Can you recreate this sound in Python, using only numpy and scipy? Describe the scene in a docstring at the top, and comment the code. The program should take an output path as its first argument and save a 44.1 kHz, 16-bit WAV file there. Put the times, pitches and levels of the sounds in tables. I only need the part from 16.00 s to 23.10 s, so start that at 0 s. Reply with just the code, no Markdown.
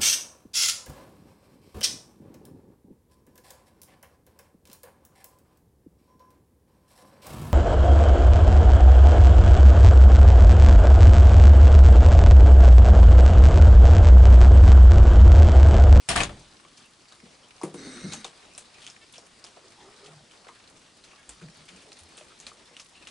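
"""A wooden deck at night: raccoons crack dry pellets close to two microphones.
Something rattles hard, a dense shower of impacts over a boom; pellets snap and ring, and blows ring the wood.
A paw slides down a bench by stick and slip, boards groan as wavering hum and noise, joists bounce softly,
chewing smacks and a few low knocks are soft puffs of noise, and slips squeak as stacks of overtones.
Behind it lie the rustle of many animals and the soft hiss of the night, both made of random spectra."""
import sys
import numpy as np
from scipy import signal
from scipy.fft import rfft, irfft
from scipy.io import wavfile
from scipy.ndimage import uniform_filter1d

SR = 44100
rng = np.random.default_rng(int(sys.argv[2]) if len(sys.argv) > 2 else 0)


def transcribe(signal):
    """Save signal, clipped to [-1, 1], as a 16-bit WAV file at the path in sys.argv[1]."""
    frames = np.atleast_2d(signal).T
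    limited = np.clip(frames, -1, 1)
    pcm = np.round(limited * 32767).astype(np.int16)
    wavfile.write(sys.argv[1], SR, pcm)


N = 313110  # length of the scene in samples


def gain_of(db):
    """Turns decibels into an amplitude factor."""
    return 10 ** (np.asarray(db) / 20)


def evened(x):
    """Scales a sound to an RMS of 1."""
    return x / np.sqrt(np.mean(x ** 2) + 1e-20)


def peaked(x):
    """Scales a sound to a peak of 1."""
    return x / abs(x).max()


def smooth_noise(count, size):
    """Slow random drift with an RMS of 1: noise averaged over a window of size samples."""
    return evened(uniform_filter1d(rng.standard_normal(count), size=size))


def read(points, hz):
    """Reads a curve of (Hz, value) points along a logarithmic frequency axis."""
    f, value = np.transpose(points)
    return np.interp(np.log(hz + 1), np.log(f + 1), value)


def add(mix, s, sound):
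    """Lays a sound into the mix from s seconds on, cut at the end of the scene."""
    part = mix[:, round(s * SR):][:, :sound.shape[-1]]
    part += sound[..., :part.shape[1]]


def panned(x, pan_db):
    """Places a sound so that left exceeds right by pan_db."""
    return x * gain_of([[pan_db / 2], [-pan_db / 2]])


def resonate(x, hz, width):
    """Shifts the curve hz down to zero, smooths, and shifts back: a resonance of gain 1."""
    turn = np.exp(2j * np.pi * np.cumsum(hz * np.ones(x.shape[-1])) / SR)
    r = np.exp(-np.pi * width / SR)
    smoothed = signal.lfilter([1 - r], [1, -r], x / turn + 1e-18)
    return 2 * (turn * smoothed).real


def resonate_twice(x, hz, width):
    """Two equal resonances in a row, for steeper flanks, evened."""
    return evened(resonate(resonate(x, hz, width), hz, width))


# How alike the two microphones hear the deck.
# Each row: frequency in Hz, left-right likeness from 0 to 1.
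LIKENESS = [(60, 0.95), (170, 0.98), (490, 0.59), (1410, 0.63), (4060, 0.84), (11600, 0.8)]
# How the deck leans between the microphones. Each row: frequency in Hz, left over right in dB.
LEAN = [(60, 0.13), (170, 0.0), (490, 0.68), (1410, 1.4), (4060, 1.2), (11600, 0)]


def spread(left, other, hz, likeness, lean):
    """Gives the right spectrum a partly unrelated copy of the left, then leans the pair."""
    same = np.clip(read(likeness, hz), -1, 1)
    right = same * left + np.sqrt(1 - same ** 2) * other
    half_db = read(lean, hz) / 2
    return np.array([left * gain_of(half_db), right * gain_of(-half_db)])


def pair(left, other, colour, likeness=LIKENESS, lean=LEAN, tilt_db=0):
    """Colours a sound, tilts it by tilt_db per octave and spreads it over both microphones."""
    hz = np.fft.rfftfreq(len(left), 1 / SR)
    both = spread(rfft(left), rfft(other), hz, likeness, lean)
    colour_db = read(colour, hz) + tilt_db * np.log2((hz + 500) / 3000)
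    return evened(irfft(both * gain_of(colour_db), len(left)))


def grit(count, per_s, spread_db):
    """Two unrelated trains of clicks of very uneven size."""
    size = gain_of(spread_db * np.minimum(rng.exponential(1, (2, count)), 5))
    falls = rng.random((2, count)) < per_s / SR
    return size * rng.standard_normal((2, count)) * falls


def field(colour, level_db, tilt_db, patchy_db, flicker_db):
    """Random short-time spectra with drifting patches and a flicker shared by all pitches."""
    frames, hz = N // 128 + 5, np.fft.rfftfreq(512, 1 / SR)
    a, b, c, d, patches = rng.standard_normal((5, frames, 257))
    patches = uniform_filter1d(patches, size=7, axis=1)  # across pitch
    patches = evened(uniform_filter1d(patches, size=24, axis=0))  # along time
    flicker = smooth_noise(frames, 12)[:, None]
    z = spread(a + 1j * b, c + 1j * d, hz, LIKENESS, LEAN) * gain_of(read(colour, hz))
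    z /= np.sqrt(np.mean(abs(z) ** 2) * 257 / 3)
    t = np.arange(frames)[:, None] * 128 / SR
    octaves = np.log2((hz + 100) / 2500)
    z *= gain_of(level_db(t) + tilt_db(t) * octaves + patchy_db * patches + flicker_db * flicker)
    return signal.istft(z.transpose(0, 2, 1), nperseg=512, noverlap=384)[1][:, :N]


# Bursts of the hard rattle. Each row: start in seconds, starting level of the shower in dB,
# brightness in dB per octave, ring in Hz, time to fall 60 dB in seconds (below the treble).
RATTLE_BURSTS = [(0.0878, -22, 1, 9410, 0.046), (0.092, -23.5, 1, 5400, 0.23), (0.102, -27, -2, 1110, 0.22),
                 (0.112, -29.5, -3, 682, 0.23), (0.156, -28, -2, 1170, 0.31),
                 (0.1597, -24.5, 1, 1520, 0.15), (0.168, -25.5, -4.5, 1820, 0.28),
                 (0.177, -20.5, -3, 699, 0.15), (0.2034, -21.5, -1.5, 2530, 0.11),
                 (0.213, -27, -3, 1110, 0.16), (0.234, -25, -1.5, 6660, .1), (0.244, -39, -1, 3410, 0.065),
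                 (0.293, -39, -5.5, 596, 0.12)]
# Tone colour of the shower before brightness. Each row: frequency in Hz, level in dB per Hz.
RATTLE_COLOUR = [(120, -7.5), (200, -11.5), (350, -9), (508, -16.5), (701, -3.5), (859, -11), (1150, -9.5),
                 (3200, -8), (5740, -16), (8920, -14.5), (10900, -20.5), (11500, -41)]
# Where the rattle leans. Each row: frequency in Hz, left over right in dB.
RATTLE_LEAN = [(60, -2), (170, 1), (490, 6.5), (1410, 4.5), (4060, 3), (11600, -1)]
# How alike the microphones hear it. Each row: frequency in Hz, left-right likeness from 0 to 1.
RATTLE_LIKENESS = [(60, 0.96), (170, 0.97), (490, 0.88), (1410, 0.45), (4060, 0.43), (11600, 0.75)]
TREBLE_FROM_HZ, TREBLE_SHARE = 8500, 0.85  # the treble dies in this share of the time
BOOM_DB, BOOM_T60_S = -16.5, 0.57  # the boom is set relative to the burst


def rattle(s, db, tilt_db, hz, t60):
    """A dense shower of small impacts that dies away, treble first, with the boards booming under it."""
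    t = np.arange(SR // 2) / SR
    impacts = grit(len(t), 11000, spread_db=0.4)
    shower = pair(*impacts, RATTLE_COLOUR, RATTLE_LIKENESS, RATTLE_LEAN, tilt_db)
    clumps_db = 2.5 * np.tanh(smooth_noise(len(t), 90))  # impacts come in clumps
    shower = shower * gain_of(clumps_db)

    body = signal.lfilter(*signal.butter(1, TREBLE_FROM_HZ, fs=SR), shower)
    treble = 1.16 * (shower - body)
    fading = body * gain_of(-60 * t / t60) + treble * gain_of(-60 * t / (TREBLE_SHARE * t60))

    width = 150 + 0.019 * hz  # wider rings die sooner
    struck = panned(np.sin(2 * np.pi * hz * t), read(RATTLE_LEAN, hz))
    ring = (evened(resonate(shower, hz, width)) + 1.5 * struck) * gain_of(-60 * t * width / 14)
    hits = (fading + 0.5 * ring) * (1 - np.exp(-t / 0.00015))

    boom = evened(resonate(rng.standard_normal(len(t)), 76, 150))
    boom = boom * gain_of(BOOM_DB - 60 * t / BOOM_T60_S) * (1 - np.exp(-t / 0.0042))
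    return s, gain_of(db) * (hits + boom)


# Pellets cracking and claws ticking. Each row: start in seconds, level in dB, ring in Hz,
# crumbling after the snap in relative dB.
CRACKS = [(0.65, -42.5, 2270, -22), (0.774, -39, 5000, 0), (1.085, -42, 4590, -2),
          (1.1231, -37.5, 3880, -6), (1.6148, -37, 5300, -1), (1.6338, -32, 2070, -4),
          (1.6344, -29, 9500, -2), (1.742, -35.5, 8940, 0), (2.121, -31, 3670, 5.5),
          (2.1353, -22, 6500, -4.5), (2.245, -24, 3650, -2.5), (2.247, -28, 6450, -13),
          (2.5502, -36, 5500, -9), (2.5788, -28, 8420, -1.5), (2.803, -44.5, 2850, 5),
          (2.819, -37.5, 3340, 2.5), (2.8422, -38.5, 3100, 2.5), (2.866, -31.5, 3060, -6),
          (2.866, -31.5, 6430, -10), (2.8762, -30, 3350, -6), (2.9004, -34, 5330, -3),
          (3.1376, -39.5, 3400, 4), (3.158, -37.5, 3140, -1), (3.1812, -33.5, 5460, -5.5),
          (3.4411, -30.5, 5000, -4), (3.466, -38, 3240, -3), (4.0435, -42, 5000, 2), (4.0616, -40, 3100, 3),
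          (4.312, -43.5, 3070, 2.5), (4.4838, -40, 3500, -12), (4.487, -35.5, 2080, -6.5),
          (4.483, -46, 7500, -15), (5.039, -39, 4060, -1), (5.292, -30, 7460, -8), (5.294, -31, 8820, -3.5),
          (5.415, -39.5, 1480, -1), (5.683, -43, 2280, 8), (5.814, -46.5, 2700, 7), (5.919, -35, 4200, -8),
          (5.989, -40, 9300, 1.5), (6.1718, -39, 8500, 3), (6.177, -37, 3250, 2), (6.211, -40.5, 2600, -3),
          (6.401, -32.5, 6660, -3), (6.467, -25, 4150, -7), (6.469, -33, 2580, -2), (6.7669, -31, 2900, -6),
          (6.797, -36.5, 2800, -6), (6.799, -31, 5470, -3), (6.82, -43, 6200, -12),
          (7.0717, -30.5, 2800, -0.5)]
# Tone colour of the splinters before the tilt. Each row: frequency in Hz, level in dB per Hz.
CRACK_COLOUR = [(710, -29), (1200, 1.5), (2040, -0.5), (2350, 4), (4910, 0), (6460, 2.5), (10200, -2),
                (11500, -17)]
# Where the splinters lean. 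Each row: frequency in Hz, left over right in dB.
CRACK_LEAN = [(500, 9), (3000, 1), (6000, 2), (10000, 1.5)]
BRIGHTER_DB = 1.5  # a crack that rings an octave higher tilts this many more dB per octave to the treble
SNAP_S = .0003  # time to the top of the snap
CRACK_BODY_HZ = 2840  # every crack also rings here, and at two and three times this, for a moment
WOOD_UNDER_DB = -26


def crack(s, db, hz, crumble_db):
    """A sharp snap rings the pellet; splinters and echoes off the boards follow, with wood beneath."""
    t = np.arange(SR // 4) / SR
    tilt_db = BRIGHTER_DB * np.log2(hz / 3500)
    clicks = grit(len(t), 8000, spread_db=1.0)
    splinters = pair(*clicks, CRACK_COLOUR, LIKENESS, CRACK_LEAN, tilt_db)
    near = evened(.8 * splinters + resonate(splinters, hz, 1800))  # gathered around the ring
    ring = resonate_twice(splinters, hz, 620) * gain_of(-60 * t / 0.057)

    tone = np.sin(2 * np.pi * hz * t)
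    ping = tone + 0.35 * sum(np.sin(2 * np.pi * k * CRACK_BODY_HZ * t) for k in range(1, 4))
    swing = (t / SNAP_S) ** 2 * np.exp(2 - 2 * t / SNAP_S)  # only a few swings
    snap = .55 * ping * swing
    snap = snap + .13 * near * gain_of(-60 * t / .015) + .32 * tone * gain_of(-60 * t / .028)

    echoes = gain_of(crumble_db) * (1 - np.exp(-(t / 0.003) ** 2)) * gain_of(-60 * t / 0.15)
    wood = resonate_twice(rng.standard_normal(len(t)), 650, 1200)
    wood = wood * gain_of(WOOD_UNDER_DB - 60 * t / 0.15)
    body = snap + 0.02 * ring + 0.28 * near * echoes + wood
    return s, gain_of(db) * body * np.minimum(t / .0001, 1)


# Paws landing on wood. Each row: start in seconds, peak in dB before panning,
# pitch where the wood rings most in Hz.
KNOCKS = [(0.65, -44, 1140), (1.121, -45.5, 1570), (1.228, -42, 234), (1.613, -31.5, 920),
          (1.62, -34, 1130), (1.634, -27.5, 920), (1.635, -19.5, 325), (1.742, -33, 300),
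          (1.742, -40.5, 950), (2.042, -30, 182), (2.08, -45, 174), (2.136, -36, 840), (2.247, -35, 790),
          (2.581, -47.5, 610), (3.181, -41, 650), (3.445, -44, 650), (4.488, -39, 1120), (5.133, -47, 1100),
          (5.417, -48, 370), (5.419, -41.5, 172.5), (6.177, -44.5, 730), (6.21, -41.5, 600),
          (6.516, -41.5, 1240), (6.71, -49, 547)]
# Ringing modes of the wood. Each row: pitch in Hz, relative level in dB,
# time to fall 60 dB in seconds (held to at most 0.35).
WOOD_MODES = [(156.4, 1.5, 0.4), (193.7, 2.5, 0.21), (348.3, 1, 0.16), (375, -2.5, 0.13), (410, -7, 0.27),
              (473.4, 0, 0.2), (610, -4, 0.1), (745, 3, 0.027), (940, -6.5, 0.05), (1074, 5, 0.023),
              (1218, -0.5, 0.05)]


def knock(s, db, hz):
    """A blunt blow rings the modes of the wood, most of all those near the struck spot's pitch."""
    t = np.arange(SR // 2) / SR
    f, mode_db, t60 = np.transpose(WOOD_MODES)[:, :, None]
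    near_db = -10. * abs(np.log2(f / hz))
    decay_db = -60 * t / np.clip(t60, .015, .35)
    sign = (-1.) ** np.arange(len(WOOD_MODES))[:, None]  # neighbouring modes start in opposite directions
    modes = sign * gain_of(mode_db + near_db + decay_db) * np.sin(2 * np.pi * f * t)
    modes = peaked(modes.sum(axis=0))
    # many weak modes crowd around the struck pitch and blur the ring
    crowd_t60 = 0.32 * (330 / hz) ** 0.37
    crowd = resonate_twice(rng.standard_normal(len(t)), hz, 410) * gain_of(-60 * t / crowd_t60)
    thud = np.sin(2 * np.pi * hz * t) * gain_of(-60 * t * hz / 30)  # falls 60 dB in 30 swings
    attack = 1 - np.exp(-t * hz / 0.3)  # low boards take the blow more slowly
    blow = (modes + 0.18 * crowd + 0.8 * thud) * attack
    no_bass = signal.butter(2, 90, "high", fs=SR, output="sos")  # slats radiate no deep bass
    blow = signal.sosfilt(no_bass, blow)
    return s, panned(gain_of(db) * peaked(blow), 1.5)


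# Resonances of the slat under the sliding paw.
# Each row: middle pitch in Hz, width of each filter pass in Hz, relative level in dB.
SLIDE_RINGS = [(1360, 1320, 8), (2090, 59, 1), (3814, 160, 4.5), (4250, 730, 7), (5830, 380, 3.5),
               (6100, 600, -2), (8270, 690, 3.5), (5000, 1300, 1.5)]
# the paw grips, presses harder as it goes, then lifts off
SLIDE_S, SLIDE_LENGTH_S, SLIDE_DB, SLIDE_SWELL_DB_PER_S = 1.75, .53, -48, 8.5
GRIP_S, LIFT_S = 0.04, 0.15
SLIDE_RISE = 0.018  # the resonances climb by this share as the paw travels
WANDER = .022  # share by which the contact wanders along the slat (RMS)


def slide():
    """Rapid stick and slip of claws excites the resonances of the slat, each coming and going."""
    t = np.arange(0, SLIDE_LENGTH_S, 1 / SR)
    # colour of the slips: (Hz, dB per Hz)
    slips = pair(*grit(len(t), 9000, spread_db=1.0), [(600, -34), (1200, 0), (12000, 10)])
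    rings = 0
    for hz, width, ring_db in SLIDE_RINGS:
        waver = smooth_noise(len(t), 2500)
        drift = smooth_noise(len(t), 2500)
        path = hz * (1 + WANDER * drift + SLIDE_RISE * (t / SLIDE_LENGTH_S - .5))
        rings += gain_of(ring_db + 1.2 * waver) * resonate_twice(slips, path, width)
    contact = np.minimum(t / GRIP_S, 1) * np.minimum((SLIDE_LENGTH_S - t) / LIFT_S, 1)
    swell = gain_of(SLIDE_DB + SLIDE_SWELL_DB_PER_S * t)
    return SLIDE_S, swell * contact * evened(rings)


# Boards groaning under shifting weight. Each row: start in seconds, length in seconds, level in dB,
# first pitch in Hz, last pitch in Hz, looseness from 0 (hum) to 1 (noise).
GROANS = [(1.681, 0.46, -46.5, 306, 219.3, 0.68), (1.997, 0.25, -44, 187.5, 224.6, 0.4),
          (3.6, 0.17, -60.5, 337, 370, 0.8), (3.748, 0.2, -59.5, 874, 834, 0.76),
          (3.82, 0.18, -64, 1250, 1220, 1), (3.774, 0.23, -57, 372.7, 426, 0.4),
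          (3.985, 0.17, -56, 387.7, 424, 0.5), (3.988, 0.2, -63.5, 1267, 1300, 0.9),
          (4.029, 0.23, -60.5, 747, 648, 0.9), (4.05, 0.21, -56.5, 154, 142, 0),
          (4.48, 0.055, -57, 790, 1100, 0.8), (5.41, 0.12, -47, 164.5, 148, 0.1),
          (5.55, 0.11, -56.5, 153, 160, 0.4), (5.692, 0.13, -58, 178, 189, 0.23),
          (5.866, 0.057, -59, 454, 378, 0.4)]
LOAD_SHARE = 0.36  # share of a groan spent loading the board; the rest is release


def groan(s, length, db, first_hz, last_hz, looseness):
    """A wavering hum and noise in a board resonance that shifts as the load moves, swelling and letting go."""
    u = np.arange(0, length, 1 / SR) / length
    hz = first_hz + (last_hz - first_hz) * u
    push = rng.standard_normal(len(u))
    loose = resonate_twice(push, hz, 300)
    wobble = smooth_noise(SR // 2, 700)[:len(u)]
    hum = np.sin(2 * np.pi * np.cumsum(hz * (1 + .04 * wobble)) / SR)
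    tight = evened(hum) * gain_of(2.5 * wobble[::-1])
    share = np.clip(looseness, 0, 1)
    board = np.sqrt(1 - share) * tight + np.sqrt(share) * loose
    catch = smooth_noise(SR // 2, 500)[:len(u)]  # the joint catches and slips
    load = np.minimum(u / LOAD_SHARE, (1 - u) / (1 - LOAD_SHARE))
    return s, gain_of(db + 2.7 * share * catch) * board * np.sin(np.pi / 2 * load)


# The whole deck bouncing under a heavy step. Each row: start in seconds, level in dB, pitch in Hz.
BOUNCES = [(2.062, -40.5, 129), (5.283, -48, 52.6), (5.43, -48.5, 132), (6.007, -49, 81.6)]


def bounce(s, db, hz):
    """A soft, deep swing of the joists: a sine that builds in milliseconds and dies away."""
    t = np.arange(SR // 2) / SR
    return s, gain_of(db - 60 * t / 0.28) * np.sin(2 * np.pi * hz * t) * (1 - np.exp(-t / 0.0092))


# Tone colour of the rustle and of the air in the soft puffs, before any tilt or resonance.
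# Each row: frequency in Hz, level in dB per Hz.
RUSTLE_COLOUR = [(180, -12), (300, -6), (773, -5), (1630, -6), (4750, -1), (7170, -7.5), (8740, -5),
                 (11000, -20.5)]
# Short soft puffs of noise: chewing smacks, and at 3.562 and 4.462 s soft, low knocks.
# Each row: start in seconds, peak in dB, pitch in Hz.
SOFT_PUFFS = [(0.838, -48.5, 2690), (1.429, -47, 3160), (1.964, -41, 1380), (2.51, -48, 2550),
              (2.737, -46, 2530), (3.562, -41, 594), (4.442, -49, 1240), (4.462, -43.5, 495),
              (4.546, -46.5, 1640), (5.106, -46, 2620), (5.5466, -47.5, 4540), (6.301, -45.5, 1280),
              (6.65, -51, 3540), (6.732, -50, 2770), (6.95, -46, 2670), (7.0171, -45, 2570)]


def soft_puff(s, db, hz, length=0.037):
    """A brief swell of noise in a narrow resonance, within a wider one."""
    t = np.arange(0, 3 * length, 1 / SR)
    air = pair(*rng.standard_normal((2, 8000)), RUSTLE_COLOUR)[:, :len(t)]
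    wide = evened(resonate(air, hz, min(hz, 2500)))
    puff = resonate_twice(air, hz, 400) + .9 * wide
    return s, gain_of(db) * peaked(puff * t * np.exp(-3 * t / length))


# Brief squeaks, perhaps wet paws rubbing. Each row: start in seconds, length in seconds, level in dB,
# pitch in Hz, frequency of the strongest overtones in Hz.
SQUEAKS = [(3.006, .045, -54.5, 448, 2160), (5.17, 0.055, -59, 550, 1900)]


def squeak(s, length, db, hz, strongest_hz):
    """A short, nearly regular train of slips: a stack of overtones that swells and stops."""
    t = np.arange(0, length, 1 / SR)
    turns = np.cumsum(hz * (1 + .01 * smooth_noise(len(t), 200))) / SR
    k = np.arange(1, 10)[:, None]
    overtone_gain = gain_of(-12. * np.log2(k * hz / strongest_hz) ** 2)
    stack = overtone_gain * np.cos(2 * np.pi * (k * turns + rng.random(k.shape)))
    return s, gain_of(db) * evened(stack.sum(axis=0)) * np.sin(np.pi * t / length)


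# Fur, paws and chewing of the whole group. Each row: time in seconds, level of the shuffle in dB.
RUSTLE_LEVEL = [(0, -59), (.25, -53), (.55, -56.5), (1.0, -59), (1.3, -56.5), (1.6, -57.5), (2.3, -55),
                (2.7, -57), (3.3, -57.5), (3.9, -56.5), (4.3, -57.5), (4.6, -57.5), (5.4, -57), (5.75, -54),
                (6.35, -56.5), (6.9, -58.5), (7.1, -55)]
CALM_DB, CALM_TILT_DB, TILT_PER_DB = -62.5, -3, 0.0429  # a livelier rustle is brighter (tilt: dB per octave)


def rustle():
    """A restless, patchy shuffle with small ticks scattered in it."""
    def level_db(t):
        return np.interp(t, *np.transpose(RUSTLE_LEVEL))

    def tilt_db(t):
        return CALM_TILT_DB + TILT_PER_DB * (level_db(t) - CALM_DB)

    shuffle = field(RUSTLE_COLOUR, level_db, tilt_db, patchy_db=2.0, flicker_db=1.1)
    return shuffle + 0.5 * ticks() * gain_of(level_db(np.arange(N) / SR))


def ticks():
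    """Far teeth and claws: sparse tiny clicks, each ringing briefly in its own part of the treble."""
    t, out = np.arange(1200) / SR, 0
    for hz in np.geomspace(1300, 9500, num=8):
        tick = resonate(rng.standard_normal((2, len(t))), hz, .4 * hz) * gain_of(-60 * t / .045)
        tick = tick / np.linalg.norm(tick)
        clicks = grit(N, 12, spread_db=2.)[:1]
        out += signal.fftconvolve(clicks, tick, axes=1)[:, :N]
    return evened(out)


# Tone colour of the night air. Each row: frequency in Hz, level in dB per Hz.
NIGHT_COLOUR = [(12, -32), (20, -6), (53, -6), (113, 0), (243, 4.5), (849, -16), (1110, -1.5), (1990, -14),
                (4910, -9), (9300, -11), (10600, -13.5), (11500, -31)]
NIGHT_DB = -62.5


def night():
    """The steady hiss and low wash of the air."""
    return field(NIGHT_COLOUR, lambda t: NIGHT_DB, lambda t: 0, patchy_db=1.2, flicker_db=.4)


def scene():
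    """Lays every event over the rustle and the night."""
    mix = night() + rustle()
    sources = ((rattle, RATTLE_BURSTS), (crack, CRACKS), (knock, KNOCKS), (groan, GROANS),
               (bounce, BOUNCES), (soft_puff, SOFT_PUFFS), (squeak, SQUEAKS))
    for source, rows in sources:
        for row in rows:
            add(mix, *source(*row))
    add(mix, *slide())
    return mix


EDGE_HZ = 11150  # upper band limit


def record(dry):
    """The microphones lose the deepest bass; then the band limit."""
    dry = signal.sosfilt(signal.butter(2, 18, "high", fs=SR, output="sos"), dry)
    band_limit = signal.firwin(301, EDGE_HZ, window=("kaiser", 9), fs=SR)
    return signal.oaconvolve(dry, band_limit[None], "same")


dry = scene()
out = record(dry)
transcribe(out)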